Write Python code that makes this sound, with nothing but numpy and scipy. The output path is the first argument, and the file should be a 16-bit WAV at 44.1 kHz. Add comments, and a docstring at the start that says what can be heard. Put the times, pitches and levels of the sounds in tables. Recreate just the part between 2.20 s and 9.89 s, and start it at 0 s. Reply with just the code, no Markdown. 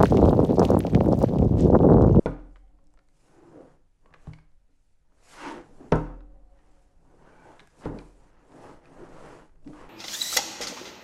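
"""Cardboard box on a wooden table

Quiet room, small microphone close by: hands tip a cardboard box over and turn it about.
Card drags over wood and skin hisses on its coating: random catches, shaped in time and spectrum.
Edges tick as short resonant snaps. A few dull landings ring box, table and metal legs as dying sines,
with a rattle of loose contents. Table shaking, a short room tail and a steady hush lie beneath."""
import sys
import numpy as np
from scipy import signal
from scipy.fft import rfft, irfft
from scipy.io import wavfile
from scipy.ndimage import uniform_filter1d

SR = 44100
rng = np.random.default_rng(int(sys.argv[2]) if len(sys.argv) > 2 else 0)


def output_pcm(signal):
    """Save a mono or channel-first signal as 16-bit PCM at the path in sys.argv[1].

    Samples are clipped to [-1, 1] before scaling.
    """
    pcm = np.clip(np.atleast_2d(signal).T, -1, 1) * 32767
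    wavfile.write(sys.argv[1], SR, np.round(pcm).astype(np.int16))


def magnitude_from_level(level_db):
    """Linear magnitude for a level in decibels (20 dB per decade)."""
    exponent = np.asarray(level_db, float) / 20
    return 10 ** exponent


N = 339204  # samples
HZ = np.fft.rfftfreq(512, 1 / SR)  # bins of the short-time spectra
FRAMES = np.arange(N // 128 + 5) * 128 / SR  # their times in s

# All spectra below give relative power density: f/Hz, level/dB.
# Card dragged over wood, one row a stroke:
# t/s of most pressure, rise/s, fall/s, level/dB, tilt/(dB per octave) from 300 to 3000 Hz
STROKES = [(0.003, .05, 0.069, -54.5, -3.5), (0.1, 0.065, 0.21, -46, -4), (0.6, 0.5, .6, -75, -3.5),
           (1.19, 0.27, .2, -60.5, -1.5), (1.39, 0.27, 0.23, -54.5, -3), (1.52, 0.11, 0.091, -63, -2),
           (1.869, 0.087, 0.18, -66.5, -2.5), (1.96, 0.068, 0.062, -67, 3), (2.07, 0.14, .22, -62, 1),
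           (2.93, 0.086, 0.18, -76, -2.5), (3.07, 0.22, 0.22, -68, 2), (3.26, .17, 0.23, -44.5, 5),
           (3.389, 0.15, 0.044, -47.5, -1.5), (3.5, 0.33, 0.12, -56, -6), (3.64, 0.12, 0.12, -50, -4),
           (3.85, 0.18, 0.18, -44.5, -4.5), (4.15, 0.41, 0.28, -68.5, -3), (4.42, 0.22, 0.59, -69, 1),
           (4.93, 0.21, 0.57, -60.5, -3.5), (5.09, 0.18, 0.36, -57, 0.5), (5.3, 0.14, 0.2, -54, 0),
           (5.42, 0.068, 0.062, -57, -1.5), (5.56, 0.081, 0.12, -63.5, 0.5), (5.65, 0.052, 0.088, -46.5, 2),
           (5.75, 0.18, 0.19, -45.5, -3.5), (6.03, 0.13, 0.18, -61.5, -1.5), (6.22, 0.32, 0.35, -63, 1),
           (6.37, 0.14, 0.2, -51.5, -2.5), (6.48, 0.15, 0.15, -46, -1.5), (6.68, 0.13, 0.11, -57.5, 1),
           (6.82, 0.16, 0.14, -47.5, -2), (6.96, 0.19, 0.13, -50.5, -2), (7.08, 0.29, 0.18, -47.5, 0.36),
           (7.18, 0.16, .12, -51.5, 0), (7.37, .15, .12, -70, -3.5), (7.5, 0.061, 0.034, -47.5, -7.5),
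           (7.61, .15, .17, -48.5, .5)]
# Fingers sliding on the coated card: t/s of most pressure, rise/s, fall/s, level/dB
SLIDES = [(0.052, 0.16, 0.13, -72), (0.36, 0.45, 0.15, -85.5), (0.7, 0.16, .3, -89.5),
          (1.05, 0.19, 0.27, -73.5), (1.3, .3, 0.31, -77.5), (1.5, 0.39, 0.083, -80),
          (1.879, 0.21, 0.11, -86.5), (2.05, 0.14, 0.21, -74), (2.65, 0.28, .3, -86),
          (2.99, 0.087, 0.17, -76.5), (3.12, .11, 0.19, -57.5), (3.24, .16, 0.18, -58),
          (3.55, 0.32, 0.44, -73), (3.78, .2, 0.13, -71.5), (4.55, 0.36, 0.26, -79.5),
          (5.08, 0.53, 0.32, -78.5), (5.32, 0.29, 0.44, -72.5), (5.62, 0.095, 0.095, -64),
          (5.82, 0.21, 0.14, -69.5), (6.02, 0.26, 0.16, -75.5), (6.46, 0.27, 0.16, -67),
          (6.75, .17, 0.2, -72.5), (6.88, 0.21, 0.2, -73.5), (7.08, 0.28, 0.23, -65.5),
          (7.5, 0.086, .15, -71), (7.61, 0.14, .12, -68.5)]
# Squareness of strokes and of slides (1 pointed, 3 sudden): rise, fall
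CARD_ROUND = (1.65, 1.55)
SKIN_ROUND = (1.8, 2.1)
# Spectrum of dragged card: f/Hz, level/dB
CARD = [(140, -25.5), (240, -4), (298, -3.5), (562, -6.5), (971, -9.5), (1930, -18), (2360, -24.5),
        (2930, -25.5), (3690, -33.5), (5000, -35.5), (6500, -37), (11000, -120)]
# Spectrum of skin on the coating: f/Hz, level/dB
SKIN = [(1470, -13.5), (2500, -4.5), (3060, -9), (3810, -8.5), (7430, -6), (10700, -11.5), (12000, -16),
        (15600, -52), (22000, -120)]
# Hollow of the box under the drag: f/Hz, width/Hz, level/dB
HOLLOW = [(265, 6.3, 0.5), (308, 11, -8.5), (500, 34, -14.5), (950, 50, -17.5), (1620, 27, -27)]
# Table top under the drag, each pass: f/Hz, width/Hz, level/dB
TABLE_TOP = [(122.8, 170, 4), (156, 16, 1.5)]
# Box wall left free by the grip: start t/s, end t/s, f/Hz, level/dB over the drag
FREE_WALL = [(0.997, 1.317, 797, 4.5), (1.001, 1.358, 1500, 3), (1.093, 1.51, 325, 9.5),
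             (1.315, 1.505, 500, 10.5), (1.848, 1.98, 1120, 14), (3.15, 3.464, 300, 12.5),
             (3.162, 3.387, 920, 10), (3.145, 3.338, 1480, 0), (3.162, 3.33, 2190, -2),
             (3.572, 3.713, 265, -0.5), (5.056, 5.304, 1520, 10.5), (5.096, 5.296, 2310, 12),
             (5.032, 5.414, 860, 6), (5.62, 5.817, 192, 11), (5.646, 5.835, 265, -14),
             (5.655, 5.795, 430, 9.5), (6.38, 6.55, 855, 0), (6.774, 6.857, 345, 10),
             (7.01, 7.244, 440, -3), (7.52, 7.68, 1040, -4.5)]
# Table shaking under the hands: t/s, level/dB
THUMPS = [(0, -52), (0.699, -57), (1, -61.5), (1.85, -62.5), (2.0, -52), (2.3, -54.5), (2.6, -63.5),
          (3.2, -57), (3.4, -55), (3.6, -52), (4.6, -55.5), (6.1, -59.5), (6.3, -58), (6.5, -56),
          (6.8, -53), (7.1, -53), (7.3, -54), (7.69, -51)]
# Spectrum of that shaking: f/Hz, level/dB
SHAKE = [(5, -13.5), (8, 5.5), (18, 2), (27, -6.5), (41, -6), (55, -13.5), (100, -21.5), (140, -55),
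         (300, -100)]
# Spectrum of the hush of room and microphone: f/Hz, level/dB
ROOM_AIR = [(47, -34), (80, 2), (281, -8.5), (377, -14), (949, -15), (1050, -40.5), (1300, -18),
            (2710, -25.5), (7890, -35.5), (12000, -29), (15600, -56.5), (22000, -120)]
# Decay of the room: f/Hz, t60/s
ROOM = [(100, 0.15), (400, 0.26), (1500, 0.51), (5000, 0.42), (11000, .35)]
# Landings: t/s, level/dB, contact/ms (the push peaks at a fifth of it),
# table weight/dB, box air/dB
KNOCKS = [(0.0588, -13.5, 1.67, -2, -5), (1.91, -57.5, 3.4, 10, -12), (2.0734, -34.5, 3.86, 14.5, -1),
          (2.492, -68.5, 1.8, -10, 9.5), (3.719, -31, 0.92, -3.5, -13.5), (3.7226, -9, 0.94, 2.5, -3),
          (3.728, -18.5, 0.81, -4.5, -2), (3.754, -16.5, 1.5, -18, -26.5), (5.657, -19.5, 2.5, 0.5, -0.5),
          (5.733, -44, 6.1, 11, 2), (7.4595, -45.5, 3.2, -1, 25.5), (7.4765, -50.5, 3.0, -4, 18)]
# Card walls struck by a landing: f/Hz, level/dB, t60/s
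BOX = [(494, 17.5, 0.018), (1105, 13, 0.012), (2100, -13, 0.0047), (405, -10.5, .2), (452.5, -1.5, 0.073),
       (508, -13, 0.5), (629, -7.5, 0.15), (920, -8.5, 0.22), (1100, -12.5, .15), (1220, -9, 0.45),
       (1420, -3, 0.12), (1483, -15, .15), (1505, -6.5, 0.19), (2400, -13, .1)]
# Air in the hollow of the box: f/Hz, level/dB, t60/s
BOX_AIR = [(265, -2, 0.36), (300, -3.5, 0.54), (355, -18, 0.035)]
# Table struck by a landing: f/Hz, level/dB, t60/s
TABLE = [(71, -3, 0.14), (111, -4.5, 0.092), (118, -3, 0.26), (157.1, -1, 0.35)]
# The whole table rocking: f/Hz, level/dB, t60/s
SWAY = [(42.28, -11.5, 1.29), (51, -14, 0.32)]
# Metal legs, before their wavering: f/Hz, level/dB, t60/s
FRAME = [(186, -50, 2), (296, -38.5, 3), (540, -43, 3.4), (552, -41, 3.4), (723.5, -47.5, 4.8),
         (775, -45, 2.3)]
# Spectrum of the rattling contents: f/Hz, level/dB
RATTLE = [(150, -16), (250, -1.5), (671, -11), (1020, -8.5), (1150, -34.5), (1260, -10.5), (1990, -31),
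          (6920, -66), (12000, -59), (15600, -75.5), (22000, -120)]
# Decay of the rattle: f/Hz, t60/s
RATTLE_T60 = [(100, 0.16), (500, 0.14), (2000, 0.12), (8000, 0.17)]
# Edges and fingers ticking on card: t/s, level/dB, f/Hz, treble spit level/dB, spit f/Hz
TICKS = [(0.0591, -29, 2000, -26, 4000), (0.312, -70, 900, 5, 6000), (0.3584, -43.5, 1200, -12, 2960),
         (0.366, -50, 1220, -23, 3000), (0.478, -67, 2120, -19, 3200), (0.5872, -57.5, 1090, -18, 2980),
         (0.641, -78, 800, 15, 7500), (0.6699, -69.5, 726, 16, 6100), (0.705, -79, 800, 13, 6500),
         (0.739, -56, 860, -2, 7050), (0.774, -54.5, 1340, -4, 3100), (0.7894, -51.5, 1416, -1.5, 3980),
         (0.8864, -64, 2060, 8, 5650), (1.8583, -46.5, 1050, -21, 7900), (1.906, -56, 1170, -21, 4430),
         (1.9268, -50, 1100, -26, 3000), (1.9387, -39.5, 1610, -8, 2930), (1.9434, -41, 1160, -15, 3800),
         (2.0706, -40, 800, -14, 3000), (2.134, -41, 2210, -12.5, 3000), (2.186, -48, 1560, -13.5, 3123),
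         (2.318, -71, 1040, 5, 4000), (2.9208, -61.5, 1150, -22, 3790), (3.3335, -49, 2450, -21, 5700),
         (3.7207, -31.5, 2650, 1.5, 4200), (3.7225, -28, 2320, -9, 4100), (3.757, -43.5, 1400, 6, 7060),
         (3.991, -66, 1510, -7, 5300), (4.006, -46.5, 1270, -20, 2870), (4.3888, -56.5, 1860, -22.5, 2977),
         (5.3944, -41.5, 2100, 2, 3480), (5.4021, -39.5, 1700, 0, 3000), (5.4732, -51.5, 1650, 6, 8050),
         (5.654, -41, 2080, -3, 4000), (5.787, -39, 2400, 0, 4020), (6.319, -44, 890, -12, 3900),
         (6.3997, -47, 950, -22, 4340), (6.6557, -50.5, 2400, 6, 3020), (6.9066, -50, 990, -24, 3220),
         (7.293, -57, 1390, -15, 3200), (7.357, -60, 1225, -8, 5600), (7.4245, -58, 600, -8, 3900),
         (7.445, -59, 2730, 2, 3160), (7.475, -47, 1930, -1, 5030), (7.5319, -44, 1200, -14.5, 3100)]

EDGE_DB = -20  # a stroke is this far down one rise before or one fall after its peak
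TOUCH_DB, REST_DB = -86, -89  # drag and hiss of hands that merely hold the box
# table top level: TABLE_DB for a drag at the knee, then a share of each dB, and dB per unit of tilt
TABLE_KNEE_DB, TABLE_DB, TABLE_SHARE, DULL_DB = -65, -71, 0.69, -1
WALL_WIDTH_HZ = 64
ROOM_AIR_DB = -79.5
RATTLE_DB, RATTLE_DB_PER_MS = -4.5, -3.5  # softer contacts shake the contents less
TICK_T60_S = 0.024
MIC_TOP_HZ = 11340


def evened(x):
    """Scales x to an rms of one."""
    return x / np.sqrt(np.mean(np.abs(x) ** 2) + 1e-20)


def read(points, hz):
    """Reads a curve between its points, along a logarithmic frequency axis."""
    f, value = np.transpose(points)
    return np.interp(np.log(hz + 1), np.log(f + 1), value)


def add(mix, s, sound):
    """Lays a sound into the mix from s seconds on."""
    part = mix[round(s * SR):][:len(sound)]
    part += sound[:len(part)]


def coloured(x, gain):
    """Shapes x by a gain over frequency and time."""
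    z = signal.stft(x, nperseg=512, noverlap=384)[2]
    shaped = z * gain[:, :z.shape[1]]
    return signal.istft(shaped, nperseg=512, noverlap=384)[1][:len(x)]


def unit(points):
    """Gain of a spectrum that keeps the power of white noise."""
    return evened(magnitude_from_level(read(points, HZ)))[:, None]


def steady(points):
    """Unbroken noise of rms one with the given spectrum."""
    spectrum = rfft(rng.standard_normal(N))
    gain = magnitude_from_level(read(points, np.fft.rfftfreq(N, 1 / SR)))
    return evened(irfft(spectrum * gain, N))


def resonant(x, peaks):
    """Sum of resonances driven side by side by x."""
    return sum(magnitude_from_level(db) * signal.lfilter(*signal.iirpeak(hz, hz / width, SR), x)
               for hz, width, db in peaks)


def band(x, hz, q):
    """A broad resonance applied twice, at rms one."""
    b, a = signal.iirpeak(hz, q, SR)
    return evened(signal.lfilter(b, a, signal.lfilter(b, a, x)))


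def ringing(modes, t):
    """Dying sines, alternating in sign as neighbouring modes do."""
    return sum((-1) ** k * magnitude_from_level(db - 60 * t / t60) * np.sin(2 * np.pi * hz * t)
               for k, (hz, db, t60) in enumerate(modes))


def swells(rows, shape):
    """Power of each stroke over time: a rounded rise to its peak and a rounded fall."""
    s, rise, fall, peak_db = np.transpose(rows)[:4, :, None]
    before = np.maximum(s - FRAMES, 0) / rise
    after = np.maximum(FRAMES - s, 0) / fall
    return magnitude_from_level(peak_db + EDGE_DB * (before ** shape[0] + after ** shape[1])) ** 2


def fibres(per_s, spread_db):
    """Tiny catches of uneven size along the rubbing surfaces."""
    size = magnitude_from_level(spread_db * np.minimum(rng.exponential(1, N), 5))
    signed = size * rng.choice([-1., 1.], N)
    return evened(signed * (rng.random(N) < per_s / SR))


def patches(patchy_db, jerky_db):
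    """Uneven pressure: blotches over frequency and jerks shared by all of it."""
    field = rng.standard_normal((len(HZ), len(FRAMES)))
    field = uniform_filter1d(field, size=5, axis=0)
    blotch = evened(uniform_filter1d(field, size=16, axis=1))
    jerk = evened(uniform_filter1d(rng.standard_normal(len(FRAMES)), size=6))
    return magnitude_from_level(patchy_db * blotch + jerky_db * jerk)


def card_drag(catches, power, tilt_db):
    """Catching fibres shake the card, harder with pressure and with a tilt of its own each stroke."""
    octaves = np.log2(np.clip(HZ, 300, 3000) / 500)[:, None]
    gain = unit(CARD) * np.sqrt(power) * magnitude_from_level(tilt_db * octaves)
    return coloured(catches, gain * patches(patchy_db=1.0, jerky_db=0.14))


def table_top(catches, power, tilt_db):
    """The same catches ring the table top, which feels a share of the drag, more of dull strokes."""
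    table = evened(resonant(resonant(catches, TABLE_TOP), TABLE_TOP))
    drag_db = 10 * np.log10(power)
    table_db = TABLE_DB + TABLE_SHARE * (drag_db - TABLE_KNEE_DB) + DULL_DB * tilt_db
    return table * magnitude_from_level(np.interp(np.arange(N) / SR, FRAMES, table_db))


def finger_hiss():
    """Skin sliding on the coating catches densely and hisses."""
    power = swells(SLIDES, SKIN_ROUND).sum(0) + magnitude_from_level(REST_DB) ** 2
    gain = unit(SKIN) * np.sqrt(power) * patches(patchy_db=1.5, jerky_db=0.96)
    return coloured(fibres(12000, spread_db=2.0), gain)


def drag():
    """Rubbing shakes the card, its hollow, its free walls and the table top; fingers hiss."""
    each = swells(STROKES, CARD_ROUND)
    power = each.sum(0) + magnitude_from_level(TOUCH_DB) ** 2
    tilt_db = np.transpose(STROKES)[4] @ each / power  # strokes weighted by their power
    catches = fibres(4000, spread_db=2.0)
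    card = card_drag(catches, power, tilt_db)
    table = table_top(catches, power, tilt_db)
    return card + resonant(card, HOLLOW) + free_walls(card) + table + finger_hiss()


def thumps():
    """Low shaking that reaches the microphone through the table."""
    return steady(SHAKE) * magnitude_from_level(np.interp(np.arange(N) / SR, *np.transpose(THUMPS)))


def room_air():
    """The steady hush of the room and the microphone."""
    return magnitude_from_level(ROOM_AIR_DB) * steady(ROOM_AIR)


def room(x):
    """Sparse reflections of random sign, each band dying at its own speed."""
    taps = np.zeros(SR)
    at = np.arange(200, SR - 20, 20)
    taps[at + rng.integers(0, 20, len(at))] = rng.choice([-1., 1.], len(at))
    tail = coloured(taps, magnitude_from_level(-60 * FRAMES / read(ROOM, HZ)[:, None]))
    return signal.fftconvolve(x, tail / np.linalg.norm(tail))[:N]


def knock(s, level_db, contact_ms, weight_db, air_db):
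    """A brief push rings box, table and legs; loose contents add a dying rattle."""
    seconds = 1.5 if level_db > -30 else .6  # soft landings sink into the hush sooner
    t = np.arange(round(seconds * SR)) / SR
    u = t[:900] * 1000 / max(contact_ms / 5, .02)
    push = u * np.exp(-u)  # the force rises fast and eases off
    ring = ringing(BOX, t) + magnitude_from_level(air_db) * ringing(BOX_AIR, t) + magnitude_from_level(weight_db) * ringing(TABLE, t)
    ring = signal.fftconvolve(ring, push / push.sum())[:len(t)]
    ring = ring + ringing(SWAY, t) + legs(t)
    rattle_db = RATTLE_DB + RATTLE_DB_PER_MS * contact_ms
    return s, magnitude_from_level(level_db) * (-.35 * ring + magnitude_from_level(rattle_db) * rattle(t))


def legs(t):
    """Loose joints make each ring of the legs waver in its own way."""
    knots = np.arange(0, t[-1], .032)
    out = np.zeros(len(t))
    for mode in FRAME:
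        waver = 0.28 + 0.99 * rng.standard_normal(len(knots))
        out += np.interp(t, knots, waver) * ringing([mode], t)
    return out


def rattle(t):
    """Loose contents: noise with a soft onset, each band dying at its own speed."""
    fade = magnitude_from_level(-60 * FRAMES / read(RATTLE_T60, HZ)[:, None])
    noise = coloured(rng.standard_normal(len(t)), unit(RATTLE) * fade)
    return noise * (1 - np.exp(-t / 0.0015))


def tick(s, level_db, hz, spit_db, spit_hz):
    """A snap rings the card edge, thumps the wall below it and spits a little treble."""
    t = np.arange(3000) / SR
    noise = rng.standard_normal((3, len(t)))
    edge = band(noise[0], hz, 0.92) + 1.3 * np.sin(2 * np.pi * hz * t)
    wall = band(noise[2], hz / 2.4, 0.98)
    spit = band(noise[1], spit_hz, 1.8) * magnitude_from_level(spit_db - 60 * t / (0.2 * TICK_T60_S))
    body = (0.43 * edge + 0.45 * wall) * magnitude_from_level(-60 * t / TICK_T60_S)
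    return s, magnitude_from_level(level_db) * (body + spit) * (1 - np.exp(-t / 0.00037))


def free_walls(card):
    """Walls left free sing along with the drag, each fading in and out with the grip."""
    out = np.zeros(N)
    for start, end, hz, db in FREE_WALL:
        part = card[round(start * SR):round(end * SR)]
        grip = np.hanning(len(part)) ** .5
        add(out, start, resonant(part * grip, [(hz, WALL_WIDTH_HZ, db)]))
    return out


def scene():
    """Landings, ticks and rubbing close by, their room tail, the shaking table and the hush."""
    hits = np.zeros(N)
    for row in KNOCKS:
        add(hits, *knock(*row))
    for row in TICKS:
        add(hits, *tick(*row))
    rubbing = drag()
    tail = room(magnitude_from_level(-11) * hits + magnitude_from_level(-16.5) * rubbing)
    return (hits + rubbing + tail + thumps() + room_air())[None]


def band_limit(x):
    """A steep low-pass at the top of the band."""
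    return signal.sosfilt(signal.butter(12, 12390, fs=SR, output="sos"), x)


def record(dry):
    """The microphone's input stage flattens the tips of the loudest knock; the top octave rolls off."""
    ceiling = .48  # of full scale
    flattened = dry / (1 + (dry / ceiling) ** 6) ** (1 / 6)
    mix = signal.lfilter(*signal.butter(4, MIC_TOP_HZ, fs=SR), flattened)
    return band_limit(mix)


dry = scene()
out = record(dry)
output_pcm(out)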